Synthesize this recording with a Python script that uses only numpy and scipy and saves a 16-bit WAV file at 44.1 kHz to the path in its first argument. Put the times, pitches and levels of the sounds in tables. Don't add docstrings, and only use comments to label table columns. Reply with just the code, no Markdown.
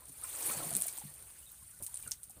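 import sys
import numpy as np
from scipy import signal
from scipy.fft import rfft, irfft
from scipy.io import wavfile
from scipy.ndimage import uniform_filter1d

SR = 44100
rng = np.random.default_rng(int(sys.argv[2]) if len(sys.argv) > 2 else 0)


def to_wav(s):
    ch = np.atleast_2d(s).T
    pcm = np.round(np.clip(ch, -1, 1) * 32767)
    wavfile.write(sys.argv[1], SR, pcm.astype(np.int16))


N = 105840

# (frequency [Hz], gain [dB])
MIC_AND_CUT = [(20, -11), (4000, -15), (5600, -18), (7300, -10.5), (8500, -1), (9200, 1), (9900, -4),
               (10800, -10), (12500, -12), (15480, -12), (15600, -32), (16600, -54)]
MIC_BASS_DB = MIC_AND_CUT[0][1]


def amp(db):
    return 10 ** (np.asarray(db) / 20)


def unit_rms(x):
    return x / np.sqrt(np.mean(x ** 2) + 1e-20)


def db_at(spectrum, hz):
    freqs, db = np.transpose(spectrum)
    return np.interp(np.log(hz + 1), np.log(freqs + 1), db)


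def add(mix, start_s, sound):
    part = mix[round(start_s * SR):][:len(sound)]
    part += sound[:len(part)]


def colour(x, spectrum):
    hz = np.fft.rfftfreq(len(x), 1 / SR)
    gain = amp(db_at(spectrum, hz)) * (hz >= spectrum[0][0])
    return unit_rms(irfft(rfft(x) * gain, len(x)))


def wash(window, patchy_db, flicker_db):
    frames = 4 * N // window + 5
    real, imag, patches = rng.standard_normal((frames, window // 2 + 1, 3)).T
    patches = uniform_filter1d(patches, size=5, axis=0)
    patches = unit_rms(uniform_filter1d(patches, size=12, axis=1))
    flicker = unit_rms(uniform_filter1d(rng.standard_normal(frames), size=5))
    spectra = (real + 1j * imag) * amp(patchy_db * patches + flicker_db * flicker)
    return unit_rms(signal.istft(spectra, nperseg=window, noverlap=window * 3 // 4)[1][:N])


def blip(hz, t60, rise_oct, attack_s):
    t = np.arange(0, t60, 1 / SR)
    envelope = (1 - np.exp(-t / attack_s)) ** 2 * amp(-60 * t / t60)
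    pitch = hz * 2 ** (rise_oct * t / t60)
    return envelope / envelope.max() * np.sin(2 * np.pi * np.cumsum(pitch) / SR)


def bubble_swarm(per_s, spread_db, band_hz, cycles, rise_oct, pitches=16):
    strength = amp(spread_db * np.minimum(rng.exponential(1, N), 4))
    onsets = strength * (rng.random(N) < per_s / SR)
    pitch_index, out = rng.integers(0, pitches, N), np.zeros(N)
    for k, hz in enumerate(np.geomspace(*band_hz, pitches)):
        ring = blip(hz, cycles / hz, rise_oct, attack_s=0.29 / hz)
        out += signal.oaconvolve(onsets * (pitch_index == k), ring)[:N]
    return unit_rms(out)


def runoff(layer):
    # (time [s], relative fizz level [dB], relative gurgle level [dB])
    flow = [(0.0, -60, -61), (0.13, -55.5, -68), (0.28, -44.5, -60.5), (0.41, -39.5, -49.5),
            (0.5, -35, -47), (0.61, -41, -45.5), (0.77, -41.5, -56), (1.02, -49, -61.5), (1.13, -54, -63),
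            (1.59, -55.5, -78), (1.78, -57, -85), (1.98, -52, -70), (2.08, -52, -69), (2.19, -60.5, -96),
            (2.4, -60, -65)]
    times, fizz_db, gurgle_db = np.transpose(flow)
    return amp(np.interp(np.arange(N) / SR, times, fizz_db if layer == "fizz" else gurgle_db))


def river_rumble(level_db=-65):
    # (frequency [Hz], relative level [dB])
    spectrum = [(8.8, -39), (15, -18), (70, 1.5), (250, -16), (340, -20), (540, -21), (681, -20),
                (764, -38), (1500, -18), (1950, -90), (3300, -120)]
    noise = wash(window=1024, patchy_db=1.2, flicker_db=0.6)
    return amp(level_db - MIC_BASS_DB) * colour(noise, spectrum + [(4000, -29.5)])


def hull_thuds(rattle_hz=460, rattle_width_hz=930, rattle_peak_s=0.0097):
    # (time [s], level [dB], pitch of the struck spot [ratio], rattle level [dB])
    blows = [(.084, -56.5, 0.89, -84), (.49, -51.5, 1.6, -51.5), (0.556, -44, 1.01, -58),
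             (0.611, -60, 0.97, -51), (.655, -44, 1.11, -53.5), (0.714, -44, .95, -82),
             (.744, -42, 1.27, -75), (1.038, -43.5, 1.02, -65), (1.626, -55, 0.58, -85),
             (1.801, -50.5, 0.65, -51.5), (1.924, -63, 0.74, -72), (2.06, -54.5, .75, -58),
             (2.128, -60.5, 0.36, -87), (2.365, -56, 0.51, -58.5)]
    # (frequency [Hz], relative level [dB], t60 [s])
    plank_modes = [(95, -8, .12), (143, 0, .2), (195, -3, .13), (270, -8, .07)]
    out, t = np.zeros(N), np.arange(0, 6 * rattle_peak_s, 1 / SR)
    radius = np.exp(-np.pi * rattle_width_hz / SR)
    resonator = [1, -2 * radius * np.cos(2 * np.pi * rattle_hz / SR), radius ** 2]
    envelope = t / rattle_peak_s * np.exp(1 - t / rattle_peak_s)
    for start, db, spot, rattle_db in blows:
        for hz, mode_db, t60 in plank_modes:
            add(out, start, amp(db + mode_db) * blip(hz * spot, t60, rise_oct=-0.031, attack_s=0.0019))
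        rattle = unit_rms(signal.lfilter([1], resonator, rng.standard_normal(len(t))))
        add(out, start, amp(rattle_db) * rattle * envelope)
    return out / amp(MIC_BASS_DB)


def frame_gurgle(gain_db=-1):
    # (frequency [Hz], relative level [dB])
    spectrum = [(88, 2.5), (150, -9), (211, -22), (279, -14), (583, -6), (720, -6.5), (1290, -7),
                (1590, -10.5), (3500, -15), (4550, -2), (7700, -120)]
    treble_floor = [(6000, -61)]
    pockets = bubble_swarm(per_s=900, spread_db=0.83, band_hz=(293.7, 3150), cycles=21, rise_oct=0.47)
    churn = wash(window=512, patchy_db=3.5, flicker_db=-2.5) + amp(-6) * pockets
    return runoff("gurgle") * amp(gain_db - MIC_BASS_DB) * colour(churn, spectrum + treble_floor)


def bubbles(gulp_hz=400, roughness=0.2):
    # (time [s], peak [dB], pitch [Hz], glide before limiting [octaves], t60 [s])
    pockets = [(0.019, -57.5, 1015, 3.9, 0.075), (.096, -58, 300, -1, 0.11),
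               (0.496, -44, 1080, -2.5, 0.056), (0.509, -44, 1322, -2.5, 0.084),
               (.602, -43, 1327, .03, 0.05), (0.624, -45, 1073, 0.4, 0.068),
               (.639, -44.5, 718, -0.7, 0.068), (1.885, -58.5, 946, 1.6, 0.045),
               (1.941, -57, 595, 2.5, 0.012), (2.032, -58, 2375, -.05, 0.073),
               (2.053, -56, 2840, .01, 0.029), (2.118, -59.5, 865, 1.5, 0.047),
               (0.225, -48.5, 1250, .05, 0.033), (0.241, -50.5, 1027, 2.2, 0.067),
               (0.243, -45, 1330, 0.5, 0.015), (0.534, -50, 2525, -3, 0.096), (.602, -35, 756, -2, 0.0098),
               (.715, -44, 693, -2, 0.065), (.757, -49.5, 295, 7, 0.22), (.855, -46, 672, 0.47, 0.032),
               (0.88, -46.5, 2260, 0.4, .06), (.98, -47, 860, 0.4, 0.015), (1.015, -50, 826, .05, 0.05),
               (1.079, -60.5, 1844, .02, 0.08), (1.424, -62, 2900, 4, 0.069),
               (1.464, -59, 3780, .01, 0.071), (1.476, -62, 3630, 2, 0.097), (1.493, -64, 3970, .02, 0.056),
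               (1.62, -63, 1060, .03, .06), (1.734, -63.5, 1470, .03, 0.13),
               (2.063, -50.5, 1487, -.03, 0.11), (2.078, -46.5, 1404, 1, 0.04), (2.298, -60, 770, .1, .04)]
    out = np.zeros(N)
    for start, db, hz, rise_oct, t60 in pockets:
        if hz > gulp_hz:
            rise_oct = np.clip(rise_oct, -120 / hz, 120 / hz)
        add(out, start, amp(db - db_at(MIC_AND_CUT, hz)) * blip(hz, t60, rise_oct, attack_s=0.00094))
    shake = unit_rms(uniform_filter1d(uniform_filter1d(rng.standard_normal(N), size=120), size=120))
    return out * (1 + roughness * shake)


def mesh_fizz(gain_db=10.5):
    # (frequency [Hz], relative level [dB])
    spectrum = [(1500, -1.5), (2500, -0.5), (4000, -3), (6000, 0), (8000, -2), (11000, 1.5), (15000, 3)]
    sheet = wash(window=256, patchy_db=2.8, flicker_db=0.88)
    droplets = bubble_swarm(per_s=830, spread_db=4.5, band_hz=(3360, 15100), cycles=12.5, rise_oct=0.096)
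    spray = amp(10.5) * sheet + amp(-0.5) * droplets
    return runoff("fizz") * amp(gain_db) * colour(spray, [(700, -3.5)] + spectrum)


def close_drops(slap_ratio=0.46, slap_db=-9.5, spray_rise_s=0.00077, spray_t60=0.095):
    # (time [s], tick peak [dB], pitch [Hz], ring length [1.2 cycles], relative spray level [dB])
    splats = [(0.0066, -39, 14200, 9.3, -62), (0.0094, -48.8, 10914, 4.5, -54),
              (0.0207, -52, 12811, 6.2, -78), (0.0553, -36.5, 8400, 6.3, -57),
              (0.0574, -39, 10923, 3.9, -65), (0.0836, -46, 8800, 6.3, -42), (0.1208, -39, 11400, 10, -45),
              (0.2143, -36, 11200, 20, -58), (0.2365, -28.9, 8500, 22, -51), (0.2395, -27.5, 8600, 22, -49),
              (0.462, -22.8, 12194, 11, -29.5), (0.7069, -14, 9453, 3.3, -53.1),
              (0.7288, -16.5, 9400, 4.6, -53.2), (0.7375, -14.5, 8300, 2.5, -48),
              (0.7519, -11.5, 7870, 3.5, -40), (0.7596, -13.5, 9300, 4.2, -60),
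              (0.7615, -22, 9331, 5.7, -58), (0.7666, -14.5, 13400, 6.2, -30),
              (0.7669, -13, 8116, 5.2, -60), (0.7729, -20, 8867, 4.9, -55), (0.8046, -22, 12773, 11, -46),
              (0.813, -16, 9550, 5.1, -35), (0.8159, -26, 9900, 5.6, -49), (0.8219, -11.5, 10660, 3.7, -60),
              (0.825, -33, 9022, 4.8, -57), (0.8317, -34, 8800, 3.8, -33.5),
              (0.864, -30.7, 12198, 6.3, -49), (0.867, -22, 14554, 8.7, -29),
              (0.8835, -25.5, 6100, 1.8, -44), (0.9271, -32.5, 10513, 12.0, -58),
              (0.9709, -39, 4650, 3.4, -66), (0.9752, -35, 8000, 8.1, -62), (0.9778, -26, 12600, 6.1, -41),
              (0.9857, -25, 8360, 11.5, -64), (0.9933, -41, 8568, 4.4, -44.5),
              (1.0925, -50, 11011, 7.8, -64.6), (1.1047, -37, 8200, 3.9, -64.4),
              (1.1397, -30, 9453, 4.7, -57), (1.1448, -36, 13870, 6.7, -70), (1.2249, -36.5, 8600, 18, -71),
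              (1.516, -42.0, 14423, 11.6, -51.9), (1.519, -34, 14700, 9.3, -48),
              (1.6795, -38, 9800, 9.3, -63), (1.7053, -39, 9050, 10, -50), (1.79, -38, 8509, 7.6, -73),
              (1.8246, -27.2, 10400, 6.2, -49), (1.827, -29, 12300, 6, -39.5),
              (1.8291, -34, 12900, 9.2, -34.5), (1.8346, -28, 10118, 7.2, -60),
              (1.8394, -30, 12986, 6.5, -46), (1.8643, -23.5, 9700, 9.4, -35.5),
              (1.943, -27, 7670, 5.3, -63), (1.9437, -29.5, 9800, 17, -59), (1.9464, -29, 10000, 11.0, -49),
              (1.9531, -29, 9500, 13, -61), (1.9578, -27, 8599, 7.4, -66), (1.958, -38.3, 7914, 8.5, -70),
              (1.971, -24.5, 8660, 5.4, -67), (1.9744, -22, 8300, 4.4, -70),
              (2.0243, -38.5, 8200, 8.6, -51.5), (2.0266, -29.5, 8800, 11, -44),
              (2.0757, -25, 8806, 7.5, -48), (2.0784, -26, 8400, 7.9, -51), (2.1114, -20, 12400, 2.8, -41),
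              (2.1144, -24, 9400, 6.1, -37.5), (2.1178, -21, 5730, 8.2, -50), (2.12, -33, 6500, 7.6, -74),
              (2.1229, -56, 5340, 4.7, -67), (2.124, -37.7, 6390, 9.4, -77), (2.127, -38, 6000, 6.4, -85),
              (2.131, -41, 6600, 9.4, -79), (2.1364, -42, 5681, 9.4, -77),
              (2.2322, -27.5, 8600, 7.7, -44.5), (2.238, -40, 11300, 9.3, -61),
              (2.239, -39, 10060, 5.8, -65.7), (2.2955, -40, 12600, 6.7, -46.5),
              (2.297, -39, 12307, 6.3, -53), (2.306, -40, 9900, 3.3, -72), (2.307, -42, 7000, 3.3, -61)]
    impacts, bright_gain, dull_gain = np.zeros((3, N))
    t = np.arange(0, spray_t60, 1 / SR)
    envelope = amp(-60 * t / spray_t60) * (1 - np.exp(-t / spray_rise_s))
    for start, db, hz, ring, spray_db in splats:
        tick = blip(hz, t60=1.2 * ring / hz, rise_oct=0.055, attack_s=0.33 * ring / hz)
        add(impacts, start, amp(db - db_at(MIC_AND_CUT, hz)) * tick)
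        slap_hz = hz * slap_ratio
        slap = blip(slap_hz, t60=10 / slap_hz, rise_oct=0.11, attack_s=0.5 / slap_hz)
        add(impacts, start, amp(db + slap_db) * slap)
        add(bright_gain, start, amp(spray_db) * envelope)
        dull_db = spray_db - 24 * np.log2(hz / 8000)
        add(dull_gain, start, amp(dull_db) * envelope)
    patter = bubble_swarm(per_s=2500, spread_db=3.5, band_hz=(2190, 17800), cycles=4.7, rise_oct=0.13)
    patter += 0.8 * wash(window=128, patchy_db=1.5, flicker_db=3.0)
    bright = colour(patter, [(5000, -20), (7500, -4), (10000, 0.5), (15000, 4.5)])
    dull = colour(patter, [(1200, -9), (3000, -8.5), (6000, 7), (8500, -11)])
    return impacts + amp(4) * bright_gain * bright + amp(2.5) * dull_gain * dull


def reed_echo(sound, level_db=-17, t60=0.099):
    tail = rng.standard_normal(4000) * amp(-60 * np.arange(4000) / SR / t60)
    return amp(level_db) * signal.oaconvolve(sound, tail / np.linalg.norm(tail))[:N]


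def scene():
    near = close_drops() + bubbles() + hull_thuds()
    return (near + reed_echo(near) + mesh_fizz() + frame_gurgle() + river_rumble())[None]


def record(dry):
    log_gain = np.log(amp(db_at(MIC_AND_CUT, np.abs(np.fft.fftfreq(4096, 1 / SR)))))
    minimum_phase = -signal.hilbert(log_gain).imag
    taps = np.fft.ifft(np.exp(log_gain + 1j * minimum_phase)).real[:2048]
    heard = signal.oaconvolve(dry, taps[None])[:, :N]
    low_pass = signal.firwin(511, cutoff=16640, window=("kaiser", 9), fs=SR)
    return signal.oaconvolve(heard, low_pass[None], "same")


dry = scene()
out = record(dry)
to_wav(out)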